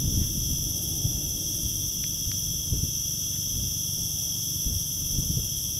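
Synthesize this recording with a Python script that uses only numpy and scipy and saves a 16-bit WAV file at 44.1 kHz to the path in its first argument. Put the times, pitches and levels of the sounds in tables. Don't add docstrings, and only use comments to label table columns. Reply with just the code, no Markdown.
import sys
import numpy as np
from scipy import signal
from scipy.fft import rfft, irfft
from scipy.io import wavfile

SR = 44100
rng = np.random.default_rng(int(sys.argv[2]) if len(sys.argv) > 2 else 0)


def unload_wav(signal):
    wavfile.write(
        sys.argv[1],
        SR,
        np.round(np.clip(np.atleast_2d(signal).T, -1, 1) * 32767).astype(np.int16),
    )


N = 255339
T = np.arange(N) / SR
HZ = np.fft.rfftfreq(N, 1 / SR)

# (frequency [Hz], relative density [dB])
PUFF_SPECTRUM = [(20, -35), (50, -14), (130, 7.5), (220, 2), (330, -8), (480, -15.5), (750, -31),
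                 (1500, -50)]
# (frequency [Hz], relative density [dB])
AIR_SPECTRUM = [(15, -37), (40, -11), (90, 3), (170, -2), (300, -12.5), (430, -20), (600, -21), (800, -29),
                (1300, -28.5), (2200, -37.5), (4300, -87), (9000, -46)]


def cricket(hz, stroke_hz, fall_hz, duty=.6, unsteady=.04, drift_hz=25, swell_db=2.5):
    strokes = rng.random() + np.cumsum(stroke_hz * (1 + unsteady * wander(6))) / SR
    closing = np.minimum(strokes % 1 / duty, 1)
    pitch = hz + fall_hz * (.5 - closing) + drift_hz * wander(20)
    stroke_phase = rng.random(1024)[strokes.astype(int) % 1024]
    pressure = np.sin(np.pi * closing ** 0.93)
    ring = np.sin(2 * np.pi * (np.cumsum(pitch) / SR + stroke_phase))
    return pressure * ring * amp(swell_db * wander(9))


def crickets(count=4, rate_spread=.04, echo_db=-6):
    # (carrier [Hz], carrier spread [Hz], stroke rate [Hz], fall per stroke [Hz], level [dB])
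    choirs = [(2758, 80, 60, 80, -60.5), (3323, 105, 66, 130, -46), (5684, 260, 58, 400, -39.5),
              (5963, 200, 72, 350, -38), (7690, 220, 59, 400, -53.5)]
    out = np.zeros(N)
    for hz, spread_hz, stroke_hz, fall_hz, db in choirs:
        choir = np.zeros(N)
        for offset in np.linspace(-1.3, 1.3, count):
            own_rate = stroke_hz * (1 + rate_spread * offset * rng.normal())
            voice = np.exp(-offset ** 2 / 2) * cricket(hz + offset * spread_hz, own_rate, fall_hz)
            choir += voice + amp(echo_db) * scatter(voice, t60=0.55)
        out += amp(db) * unit(choir)
    return out


def far_chorus(level_db=-33.5, swell_db=0.67):
    # (frequency [Hz], relative density [dB])
    shrill = [(2450, -44), (2750, -27), (3000, -25.5), (3300, -7), (3550, -19.5), (3780, -20.5),
              (4250, -52.5), (4650, -23), (5300, -9.5), (5900, 0.5), (6350, -5), (6680, -21), (7700, -19.5),
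              (8600, -36)]
    return amp(level_db + swell_db * wander(6.4)) * noise(shrill)


def katydids(stroke_hz=15.6, sharpness=1.6, flutter_db=0.6, unsteady=0.03):
    # (frequency [Hz], relative density [dB])
    rasp = [(6500, -53.5), (8000, -9), (9000, -7), (10200, 0), (11600, 3), (13200, -3), (14400, -5),
            (15800, -12)]
    # (time [s], level [dB], half-width [s])
    bouts = [(.8, -40.5, 0.29), (1.6, -41, 0.16), (5.2, -44, .5)]
    # (time [s], level [dB])
    buzz = [(0, -36.5), (1.2, -37), (2, -37), (3, -37.5), (4, -36), (4.8, -36), (5.4, -37.5), (5.79, -36.5)]
    strokes = np.cumsum(stroke_hz * (1 + unsteady * wander(1.9))) / SR
    pulses = unit(abs(np.cos(np.pi * strokes)) ** sharpness)
    near = pulses * swells(bouts, rest_db=-44.5) * noise(rasp)
    return near + amp(curve(buzz) + flutter_db * wander(35)) * noise(rasp)


def thumps(thump_db=-3.5, rise_s=0.0065, sag_per_s=5, puff_db=-3, puff_rise_s=.011):
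    # (time [s], level re thump_db [dB], starting frequency [Hz], level re puff_db [dB])
    impacts = [(0.072, -21, 111, -30), (0.184, -15.5, 67.6, -35), (0.213, -11, 96, -37),
               (1.047, -12.5, 133, -36), (1.145, -25, 91, -39), (2.719, -11.5, 117, -25.5),
               (2.829, -16.5, 103, -28.5), (3.97, -27, 108, -33.5), (4.661, -19.5, 60, -32),
               (4.756, -17.5, 95, -60), (5.179, -20, 56, -30.5), (5.294, -17.5, 141, -31),
               (5.365, -16.5, 122, -27.5)]
    out, t = np.zeros(N), T[:SR // 8]
    shove, billow = pulse(t, rise_s) ** 2, pulse(t, puff_rise_s)
    turbulence = noise(PUFF_SPECTRUM)
    for s, db, hz, burst_db in impacts:
        cycles = amp(db + thump_db) * shove * np.sin(2 * np.pi * hz * t / (1 + sag_per_s * t))
        puff = amp(burst_db + puff_db) * billow * turbulence[round(s * SR):][:len(t)]
        add(out, s, cycles + puff)
    return out


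def wind():
    # (time [s], level [dB], half-width [s])
    gusts = [(.16, -30, 0.27), (.52, -30.5, 0.043), (.84, -39.5, 0.26), (1.15, -35.5, 0.046),
             (1.68, -33.5, 0.036), (2.281, -34.5, 0.03), (2.504, -38, 0.05), (2.772, -34.5, 0.12),
             (3.604, -36, 0.096), (4.028, -36.5, 0.043), (4.693, -33.5, 0.057), (5.264, -35, 0.2)]
    # (time [s], level [dB])
    breeze = [(0, -40), (1.4, -38.5), (2.6, -50.5), (3.2, -53), (4.3, -53.5), (5, -46), (5.79, -48)]
    return swells(gusts, curve(breeze))


def rumble(gain_db=0.66, lumps_db=3.5, lumps_per_s=22):
    # (frequency [Hz], relative density [dB])
    spectrum = [(10, -40), (28, -4.5), (52, 0.5), (120, -3.5), (200, -16.5), (320, -23), (450, -34.5),
                (700, -44), (1200, -50.5), (3000, -60)]
    return wind() * amp(gain_db + lumps_db * wander(lumps_per_s)) * noise(spectrum)


def eddies(eddy_db=-7, reference_db=-30, growth=1.49, flutter_db=3):
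    flutter = amp(reference_db + eddy_db + flutter_db * wander(45))
    return flutter * (wind() / amp(reference_db)) ** growth * noise(PUFF_SPECTRUM)


def motor(turn_hz=23.89, unsteady=0.00317, waver_db=1.0, loose_rad=0.66, rub_db=-50):
    # (multiple of the turn rate, rms level [dB])
    orders = [(3, -50.5), (4, -45.5), (5, -48), (6, -45.5), (7, -47.5), (9, -58.5), (12, -63.5), (13, -61),
              (24, -69.5), (26, -76)]
    # (frequency [Hz], rms level before the swells [dB])
    gears = [(614, -77), (768.5, -72.5)]
    # (time [s], gain [dB], half-width [s])
    whine_swells = [(1.06, 11, 0.36), (4.17, 7, 0.27), (5.2, -3, 0.85)]
    clock = np.cumsum(1 + unsteady * wander(4)) / SR

    def tone(hz, db):
        peak = np.sqrt(2) * amp(db + waver_db * wander(6.5))
        return peak * np.cos(2 * np.pi * hz * clock + loose_rad * wander(5))

    hum = sum(tone(order * turn_hz, db) for order, db in orders)
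    whine = sum(tone(hz, db) for hz, db in gears) * swells(whine_swells, rest_db=-4)
    rub = unit(np.cos(np.pi * turn_hz * clock) ** 6) * noise(AIR_SPECTRUM)
    return hum + whine + amp(rub_db) * rub


def switch(rise_s=0.00024, spring_hz=4700, spring_rise_s=0.00049, echo_db=-14, lowest_hz=1500):
    # (time [s], level before the high-pass [dB], frequency [Hz], spring re tick [dB])
    ticks = [(2.0403, -22, 2400, -9), (2.3164, -23.5, 1630, -5)]
    out, t = np.zeros(N), T[:SR // 100]

    def ring(hz, peak_s):
        return pulse(t, peak_s) ** 2 * np.sin(2 * np.pi * hz * (t - peak_s))

    for s, db, hz, spring_db in ticks:
        add(out, s, amp(db) * (ring(hz, rise_s) + amp(spring_db) * ring(spring_hz, spring_rise_s)))
    high_pass = signal.butter(2, lowest_hz, "high", fs=SR, output="sos")
    out = signal.sosfilt(high_pass, out)
    return out + amp(echo_db) * scatter(out, t60=0.25)


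def grass(crackle_db=4):
    # (time [s], level [dB], half-width [s])
    rustles = [(0.24, -55.5, 0.04), (3.35, -60, 0.027)]
    # (frequency [Hz], relative density [dB])
    spectrum = [(400, -18), (900, 2), (2000, 7), (3000, -4), (6000, -33)]
    envelope = sum(amp(db) * np.exp(-((T - s) / width) ** 2) for s, db, width in rustles)
    return envelope * unit(noise(spectrum) * amp(crackle_db * wander(170)))


def night_air(air_db=-44.5):
    # (time [s], level [dB])
    drone_levels = [(0, -58), (.7, -46.5), (1.4, -45.5), (2.1, -54.5), (2.8, -56.5), (5.79, -58)]
    # (frequency [Hz], relative density [dB])
    drone_spectrum = [(150, -20), (310, 6.5), (420, -12), (620, -11), (800, -36), (1500, -41)]
    return amp(air_db) * noise(AIR_SPECTRUM) + amp(curve(drone_levels)) * noise(drone_spectrum)


def surroundings():
    air = night_air()
    return crickets() + far_chorus() + katydids() + grass() + air + rumble() + eddies()


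def scatter(x, t60):
    t = T[:SR // 5]
    echoes = rng.standard_normal(len(t)) * amp(-60 * t / t60)
    return signal.oaconvolve(x, echoes / np.linalg.norm(echoes))[:N]


def stereo(shared, stray, ease_s=0.029, narrowing=.7):
    # (frequency [Hz], coherence [0-1], left phase lead [rad], left minus right [dB])
    ports = [(80, .985, 0, 1), (300, .96, 0, 0), (550, .97, 0, -.3), (1200, .999, 0, 0), (4800, .995, 0, 0),
             (6000, .91, 0, .4), (7000, .5, 0, -.3), (7900, .05, 0, -2), (8200, .45, -3.3, 0),
             (9500, .68, -1.8, 2.7), (11100, .8, -.7, 3.2), (11600, .985, 0, 1.8), (15000, .985, 0, .6)]
    # (start [s], end [s])
    spans = [(.77, 0.98), (1.36, 1.85), (3.86, 4.12), (4.71, 4.89), (5.56, 5.75)]
    coherence, lead, balance_db = over_hz(ports)
    spectrum, balance = rfft(shared), amp(balance_db / 2)
    coherent = coherence * spectrum * np.exp(-1j * lead)
    incoherent = np.sqrt(1 - coherence ** 2) * rfft(stray)
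    wide = irfft((coherent + incoherent) / balance, N)
    centred = irfft(spectrum / balance, N)
    gate = sum(np.clip(np.minimum(T - start, end - T) / ease_s + .5, 0, 1) for start, end in spans)
    right = wide + narrowing * gate * (centred - wide)
    return np.array([irfft(spectrum * balance, N), right])


def amp(db):
    return 10 ** (np.asarray(db) / 20)


def unit(x):
    return x / np.sqrt(np.mean(x ** 2) + 1e-20)


def curve(rows):
    return np.interp(T, *np.transpose(rows))


def over_hz(rows):
    hz, *columns = np.transpose(rows)
    return [np.interp(np.log(HZ + 1), np.log(hz + 1), column) for column in columns]


def noise(spectrum):
    return unit(irfft(rfft(rng.standard_normal(N)) * amp(over_hz(spectrum)[0]), N))


def wander(per_s):
    return np.interp(T * per_s, np.arange(1024), rng.standard_normal(1024))


def pulse(t, peak_s):
    return t / peak_s * np.exp(1 - t / peak_s)


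def swells(rows, rest_db):
    bells = sum(amp(db) ** 2 / (1 + ((T - s) / width) ** 2 / 2) ** 4 for s, db, width in rows)
    return np.sqrt(bells + amp(rest_db) ** 2)


def add(mix, s, sound):
    part = mix[max(round(s * SR), 0):][:len(sound)]
    part += sound[:len(part)]


def scene():
    return stereo(surroundings() + thumps() + motor() + switch(), surroundings())


def record(dry, cutoff_hz=15750):
    low_pass = signal.firwin(801, cutoff_hz, window=("kaiser", 9), fs=SR)
    return signal.oaconvolve(dry, low_pass[None], "same")


dry = scene()
out = record(dry)
unload_wav(out)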